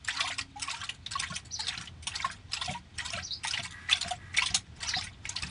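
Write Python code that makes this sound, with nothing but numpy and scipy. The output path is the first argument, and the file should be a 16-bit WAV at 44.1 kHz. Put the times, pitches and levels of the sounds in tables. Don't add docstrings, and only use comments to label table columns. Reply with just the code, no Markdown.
import sys
import numpy as np
from scipy import signal
from scipy.fft import rfft, irfft, next_fast_len
from scipy.io import wavfile
from scipy.ndimage import uniform_filter1d

SR = 44100
rng = np.random.default_rng(int(sys.argv[2]) if len(sys.argv) > 2 else 0)


def wav_out(sig):
    wavfile.write(sys.argv[1], SR, np.round(np.clip(np.atleast_2d(sig).T, -1, 1) * 32767).astype(np.int16))


N = 242550

# pitch_hz [Hz], level_db [dB per Hz]
AIR_SPECTRUM = [(15, -30), (25, -8.5), (84, 10), (565, -20), (692, -15.5), (2460, -30), (3510, -56),
                (9430, -59), (10700, -40), (13900, -82), (22000, -120)]
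AIR_DB = -53.5
# start_s [s], length_s [s], pitch_hz [Hz], level_db [dB]
HUMS = [(0, 0.77, 271.5, -62.5), (1.57, 0.15, 465, -66)]
# start_s [s], length_s [s], first_slips and last_slips [per s], dry level_db [dB]
CREAKS = [(3.678, 0.21, 76.2, 77.2, -53), (4.161, 0.19, 72, 78.7, -59)]
# nominal pitch_hz [Hz], width_hz [Hz], level_db [dB]
CREAK_RESONANCES = [(1264, 80, -2), (1660, 73, 6), (1934, 33, 10), (2200, 39, -24)]
# [dB, added to the level of the chirp]
CHIRP_NOTES = [(0.015, 0.014, 0.017, 0.026, 5890, 9, 11.5), (0.1, 0.03, 0.0071, 0.021, 5105, 19.5, 2.7)]
# [dB, before the note levels]
CHIRPS = [(1.493, -52.5), (3.207, -51.5), (4.843, -49.5)]
CHIRP_FOOT_HZ = 3830
# gulp_s [s], nominal thump_db [dB], spray_db of the surge [dB]
GULPS = [(0.273, -67, -39), (0.789, -60, -45.5), (1.302, -42, -48.5), (1.774, -42, -45.5),
         (2.259, -48, -43.5), (2.688, -34.5, -44.5), (3.144, -42, -45.5), (3.591, -41, -48),
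         (4.047, -40.5, -47), (4.503, -39, -48.5), (4.962, -40.5, -44), (5.424, -36.5, -47)]
THUMP_HZ, THUMP_SAG_HZ_PER_S = 193.4, 22.5
JUG_HZ, JUG_T60_S = 181.2, 0.48
SURGE_LEAD_S, SURGE_LAG_S = .21, .115
TRICKLE_DB = -63
# pitch_hz [Hz], level_db [dB per Hz]
OIL_COLOUR = [(290, -8), (500, -25), (734, -8.5), (1410, 1.5), (3420, 9), (9410, 1.5), (10700, -11.5),
              (13900, -42), (22000, -120)]
# time_s [s], nominal level_db [dB], pitch_hz [Hz], t60_s [s]
BUBBLES = [(0.199, -32, 1150, 0.052), (0.243, -34.5, 1065, 0.07), (0.243, -39.5, 750, 0.095),
           (0.304, -40, 705, 0.036), (0.385, -36.5, 1113, 0.038), (0.56, -38, 822, 0.12),
           (0.679, -34.5, 1120, 0.055), (0.733, -37.5, 924, 0.076), (0.83, -40, 1147, 0.054),
           (1.156, -26, 1122, 0.067), (1.225, -39, 1100, 0.056), (1.303, -41.5, 1098, .08),
           (1.322, -38, 1434, 0.071), (1.325, -45, 650, 0.064), (1.594, -36.5, 878, 0.049),
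           (2.072, -38.5, 960, 0.026), (2.247, -23.5, 1080, 0.032), (2.262, -40.5, 717, 0.037),
           (2.617, -31, 1044, 0.026), (2.679, -33, 731, 0.14), (2.712, -36, 624, 0.036),
           (2.748, -34, 950, 0.082), (3.051, -41.5, 1002, 0.11), (3.133, -43, 684, 0.34),
           (3.174, -32, 638, 0.022), (3.177, -37, 1330, 0.053), (3.45, -35.5, 902, 0.071),
           (3.593, -41, 695, 0.057), (3.655, -46.5, 1012, 0.11), (3.899, -31, 1287, 0.035),
           (4.049, -36.5, 690, 0.11), (4.11, -28, 727, 0.083), (4.42, -33, 1013, 0.11),
           (4.512, -41.5, 725, 0.052), (4.966, -33.5, 750, 0.078), (5.355, -44, 1030, 0.071)]
# time_s [s], nominal level_db [dB], pitch_hz [Hz], length_s [s]
POCKETS = [(0.083, -29.5, 1760, 0.0086), (0.103, -35.5, 3370, 0.0072), (0.168, -34.5, 4010, 0.0079),
           (0.206, -23.5, 3480, 0.0036), (0.209, -28, 2326, 0.0055), (0.223, -37, 3900, 0.0058),
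           (0.305, -35.5, 1950, 0.013), (0.389, -28, 2600, 0.0048), (0.411, -37.5, 4740, 0.0047),
           (0.703, -35, 2500, 0.0037), (0.714, -34, 3845, 0.0023), (0.744, -36, 2390, 0.005),
           (0.891, -29, 2636, 0.0056), (1.062, -35, 3725, 0.0058), (1.134, -36, 4090, 0.005),
           (1.233, -33.5, 1940, 0.0075), (1.36, -40, 2490, 0.0078), (1.67, -32, 3930, 0.004),
           (1.683, -29, 3545, 0.007), (1.776, -36, 4168, 0.0052), (1.873, -41.0, 3000, 0.0061),
           (2.071, -40.5, 3486, 0.008), (2.155, -30.5, 4380, 0.0063), (2.248, -36, 1813, 0.0071),
           (2.533, -32, 5050, 0.0063), (2.534, -35, 2910, 0.0058), (2.612, -33.5, 3430, 0.0089),
           (2.66, -32, 4440, 0.0032), (2.988, -37.5, 1826, 0.0088), (3.002, -33.5, 1860, 0.0033),
           (3.104, -33.0, 5430, 0.0028), (3.135, -32.5, 2615, 0.0058), (3.437, -37, 1940, 0.018),
           (3.509, -32, 5140, 0.0052), (3.534, -31, 2814, 0.011), (3.574, -32.5, 2017, 0.0064),
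           (3.596, -37, 3480, 0.0042), (3.648, -39, 2228, 0.0074), (3.886, -34.5, 1918, 0.011),
           (3.91, -27, 2564, 0.011), (3.928, -20.5, 3458, 0.0054), (4.028, -33.5, 4090, 0.0054),
           (4.339, -37, 2020, 0.013), (4.371, -26.5, 3530, 0.0054), (4.384, -22.5, 2230, 0.0068),
           (4.42, -36, 4940, 0.0068), (4.42, -29, 2740, 0.01), (4.459, -29.5, 3460, 0.0083),
           (4.545, -21.5, 5070, 0.0038), (4.829, -35.5, 3240, 0.0076), (4.89, -30, 4730, 0.0065),
           (4.938, -26, 2014, 0.0037), (4.986, -34.5, 3600, 0.0054), (5.012, -36.5, 5350, 0.0029),
           (5.067, -42, 2014, 0.0096), (5.254, -34.5, 2285, 0.0034), (5.292, -30, 6500, 0.0044),
           (5.364, -32.5, 4350, 0.0054), (5.425, -32.0, 4900, 0.0021)]
# low_hz [Hz], high_hz [Hz], top level_db [dB], spread_db [dB]
SMALL_POCKETS = (1495, 5506, -38.5, 4.5)
SMALL_POCKET_S, SMALL_DELAY_S = 0.0062, .06
# time_s [s], nominal level_db [dB]
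SPLATS = [(0.044, -48.5), (0.0785, -32.5), (0.2755, -40.5), (0.382, -38.5), (0.411, -61), (0.596, -45.5),
          (0.6183, -35.5), (0.673, -49), (0.711, -39.5), (0.837, -43), (0.891, -45), (0.941, -55.5),
          (1.1107, -39), (1.195, -33.5), (1.226, -41.5), (1.3013, -48.5), (1.359, -39.5), (1.4501, -51.5),
          (1.5927, -35.5), (1.6788, -38.5), (1.8114, -47.5), (2.027, -51.5), (2.071, -34), (2.155, -40.5),
          (2.3137, -48), (2.516, -49), (2.535, -36), (2.654, -42), (2.7113, -40.5), (2.9807, -36.5),
          (3.049, -40), (3.121, -41), (3.4354, -36.5), (3.472, -36), (3.515, -42), (3.629, -38),
          (3.6516, -45.5), (3.709, -48), (3.897, -35.5), (3.911, -35.5), (3.9688, -40), (4.009, -36),
          (4.078, -42.5), (4.105, -41), (4.367, -28.5), (4.4273, -44), (4.46, -33), (4.5443, -25.5),
          (4.805, -41.5), (4.828, -36.5), (4.881, -44), (5.0365, -38), (5.2908, -55), (5.3567, -47),
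          (5.422, -39)]
CASE_HZ = [700, 1059, 1890, 2217, 3405]
EDGE_HZ = 10800


def amp(db):
    return 10 ** (np.asarray(db) / 20)


def evened(x):
    return x / np.sqrt(np.mean(x ** 2) + 1e-20)


def smoothed(x, width):
    return evened(uniform_filter1d(x, width))


def read(points, hz):
    f, value = np.transpose(points)
    return np.interp(np.log(hz + 1), np.log(f + 1), value)


def colour(x, db_of):
    size = next_fast_len(len(x))
    gain = amp(db_of(np.fft.rfftfreq(size, 1 / SR)))
    return irfft(rfft(x, size) * gain, size)[:len(x)]


def oil_colour(hz):
    return read(OIL_COLOUR, hz)


def add(mix, s, sound):
    part = mix[max(round(s * SR), 0):][:len(sound)]
    part += sound[:len(part)]


def resonate(x, hz, width):
    turn = np.exp(2j * np.pi * np.cumsum(hz * np.ones(len(x))) / SR)
    r = np.exp(-np.pi * width / SR)
    return 2 * (turn * signal.lfilter([1 - r], [1, -r], x / turn)).real


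def narrow_band(x, hz, width):
    return evened(resonate(resonate(x, hz, width), hz, width))


def echoes(x, t60, gap):
    t = np.arange(SR // 2) / SR
    tail = rng.standard_normal(len(t)) * amp(-60 * t / t60) * (t > gap)
    return signal.oaconvolve(x, tail / np.linalg.norm(tail))[:N]


def swell(t, length, rise):
    return (1 - np.exp(-(t / rise) ** 2)) / (1 + (t / np.clip(length, .003, .06)) ** 3.9)


def shed_air():
    waver_db = 1.2 * smoothed(rng.standard_normal(N), 5000)
    growth_db = 0.78 * np.arange(N) / SR
    air = evened(colour(rng.standard_normal(N), lambda f: read(AIR_SPECTRUM, f)))
    out = amp(AIR_DB + growth_db + waver_db) * air
    for s, length, hz, db in HUMS:
        noise = rng.standard_normal(round(length * SR))
        hum = narrow_band(noise, hz, 14) * signal.windows.tukey(len(noise), .3)
        add(out, s, amp(db) * hum)
    return out


def creaks():
    out = np.zeros(N)
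    for s, length, first, last, db in CREAKS:
        turns = np.cumsum(np.linspace(first, last, round(length * SR))) / SR
        clicks = np.diff(np.floor(turns), prepend=0)
        slips = clicks + 0.028 * rng.standard_normal(len(turns))
        drift = np.interp(turns / turns[-1], [0, .3, 1], [1.04, .98, 1.03])
        body = sum(amp(level_db) * resonate(slips, hz * drift, width)
                   for hz, width, level_db in CREAK_RESONANCES)
        add(out, s, amp(db) * evened(body) * signal.windows.tukey(len(body), .4))
    return out + amp(4.0) * echoes(out, 0.16, 0.015)


def sparrow():
    out = np.zeros(N)
    for start, db in CHIRPS:
        for delay, rise, hold, fall, top_hz, first_db, last_db in CHIRP_NOTES:
            t = np.arange(0, rise + hold + fall, 1 / SR)
            glide_hz = np.interp(t, [0, rise, rise + hold, t[-1]],
                                 [CHIRP_FOOT_HZ, top_hz, top_hz, CHIRP_FOOT_HZ])
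            rough_db = 3.2 * smoothed(rng.standard_normal(len(t)), 120)
            level = amp(db + np.linspace(first_db, last_db, len(t)) + rough_db)
            level *= np.minimum(t / 0.002, 1)
            flutter = 1 + 0.03 * np.sin(2 * np.pi * 240 * t)
            flutter += 0.022 * smoothed(rng.standard_normal(len(t)), 60)
            whistle = np.sin(2 * np.pi * np.cumsum(glide_hz * flutter) / SR)
            add(out, start + delay, level * whistle)
    return out + amp(2) * echoes(out, 0.15, 0.003)


def gulps():
    out, t = np.zeros(N), np.arange(9000) / SR
    for s, db, _ in GULPS:
        thump_hz = THUMP_HZ - THUMP_SAG_HZ_PER_S * s
        rise = (1 - np.exp(-t / 0.0054)) ** 2
        thump = amp(4 - 60 * t / 0.16) * np.sin(2 * np.pi * thump_hz * t)
        wall = amp(-5 - 60 * t / JUG_T60_S) * np.sin(2 * np.pi * JUG_HZ * t)
        gurgle = narrow_band(rng.standard_normal(len(t)), 125, 110) * amp(3 - 60 * t / 0.15)
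        add(out, s - .003, amp(db) * rise * (thump + wall + gurgle))
    return out


def surge_level():
    t, level = np.arange(N) / SR, np.zeros(N)
    for s, _, db in GULPS:
        opening = np.clip((t - s + SURGE_LEAD_S) / 0.21, 0, 1)
        choking = np.clip((s + SURGE_LAG_S - t) / 0.27 + 0.044, 0, 1)
        level += amp(db) * opening * choking
    return level


def patchy_hiss():
    hz, _, z = signal.stft(rng.standard_normal(N), SR, nperseg=256, noverlap=192)
    across_pitch = uniform_filter1d(rng.standard_normal(z.shape), 7, axis=0)
    patches = evened(uniform_filter1d(across_pitch, 11, axis=1))
    gusts = smoothed(rng.standard_normal(z.shape[1]), 14)
    z = z * amp(oil_colour(hz)[:, None] + 5 * patches + 4.5 * gusts)
    return evened(signal.istft(z, SR, nperseg=256, noverlap=192)[1][:N])


def small_bubbles():
    drops = np.zeros(N)
    for hz in np.geomspace(650, 7000, 28):
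        cycles = np.arange(round(50 * SR / hz)) * hz / SR
        shape = (1 - np.exp(-cycles / 5.8)) * np.exp(-cycles / 9.9)
        drop = shape * np.sin(2 * np.pi * cycles * (1 + 0.0011 * cycles))
        sizes = amp(4 * np.minimum(rng.exponential(1, N), 4))
        hits = sizes * (rng.random(N) < 45 / SR)
        drops += signal.oaconvolve(hits, drop / np.linalg.norm(drop) * np.sqrt(hz))[:N]
    return evened(colour(drops, lambda f: oil_colour(f) - 7.05 * np.log2((f + 50) / 3000)))


def spray(blows):
    keep = np.exp(-1 / (0.0052 * SR))
    churn = signal.lfilter([1 - keep], [1, -keep], blows ** 2) ** 0.42
    hiss = patchy_hiss()
    wet = amp(-1) * hiss + amp(2.5) * small_bubbles()
    thin = .5 * hiss + evened(colour(rng.standard_normal(N), oil_colour))
    trickle = amp(TRICKLE_DB) * evened(colour(thin, lambda f: -6.5 * np.log2((f + 500) / 3000)))
    return (surge_level() + amp(-20.5) * churn) * wet + trickle


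def bubbles():
    out, t = np.zeros(N), np.arange(6000) / SR
    for s, db, hz, t60 in BUBBLES:
        decay_s = np.clip(0.89 * t60, .02, .2)
        shape = (1 - np.exp(-t / 0.0024)) ** 2 * amp(-60 * (t / decay_s) ** 1.25)
        wander = smoothed(uniform_filter1d(rng.standard_normal(len(t)), 200), 200)
        ring = np.sin(2 * np.pi * hz * (.98 * t + 0.65 * t ** 2))
        add(out, s - .003, amp(db) * shape / shape.max() * amp(2.5 * wander) * ring)
    return out


def scattered(kind, count):
    low_hz, high_hz, db, spread_db = kind
    when, size, pitch = rng.random((count * len(GULPS), 3)).T
    s = np.repeat([row[0] for row in GULPS], count) + SMALL_DELAY_S - when * SURGE_LEAD_S
    return list(zip(s, db - spread_db * size, low_hz * (high_hz / low_hz) ** pitch))


def pockets():
    out, t = np.zeros(N), np.arange(3500) / SR
    small = [row + (SMALL_POCKET_S,) for row in scattered(SMALL_POCKETS, count=6)]
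    for s, db, hz, length in POCKETS + small:
        ring_noise, smack_noise = rng.standard_normal((2, len(t)))
        pitch = hz * (.98 + 3.54 * t)
        ring = np.sin(2 * np.pi * np.cumsum(pitch) / SR)
        ring += 0.7 * narrow_band(ring_noise, pitch, 0.09 * hz)
        smack = .75 * narrow_band(smack_noise, pitch, .5 * hz)
        ring *= swell(t, 1.36 * length, 0.33 * length)
        smack *= swell(t, 2.0 * length, 0.26 * length)
        add(out, s - .0015, amp(db) * (ring + smack))
    return out


def splats():
    out, t = np.zeros(N), np.arange(3500) / SR
    for s, db in SPLATS:
        hiss, lumps = rng.standard_normal((2, len(t)))
        a, b, size, bright, slow = rng.random(5)

        def sheet_db(f):
            tilt = (0.84 + 3.2 * bright) * np.log2((f + 50) / 3000)
            wide_ripple = 5 * np.sin(2 * np.pi * (a + f / 3100))
            fine_ripple = 4 * np.sin(2 * np.pi * (b + f / 1300))
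            return oil_colour(f) + tilt + wide_ripple + fine_ripple

        sheet = evened(colour(hiss, sheet_db))
        rise = .0015 + .004 * slow ** 2
        level = amp(db + 4.1 * smoothed(lumps, 150))
        add(out, s - rise, level * sheet * swell(t, 0.016 + 0.007 * size, rise))
    return out


def scene():
    blows = splats() + pockets() + bubbles()
    oil = blows + spray(blows)
    oil = oil + 0.71 * sum(resonate(oil, hz, 32) for hz in CASE_HZ)
    oil_and_echo = oil + amp(-10.5) * echoes(oil, 0.11, 0.00118)
    outside = gulps() + sparrow() + creaks() + shed_air()
    return (oil_and_echo + outside)[None]


def record(dry):
    low_pass = signal.firwin(511, EDGE_HZ, window=("kaiser", 9), fs=SR)
    return signal.oaconvolve(dry, low_pass[None], "same")


dry = scene()
out = record(dry)
wav_out(out)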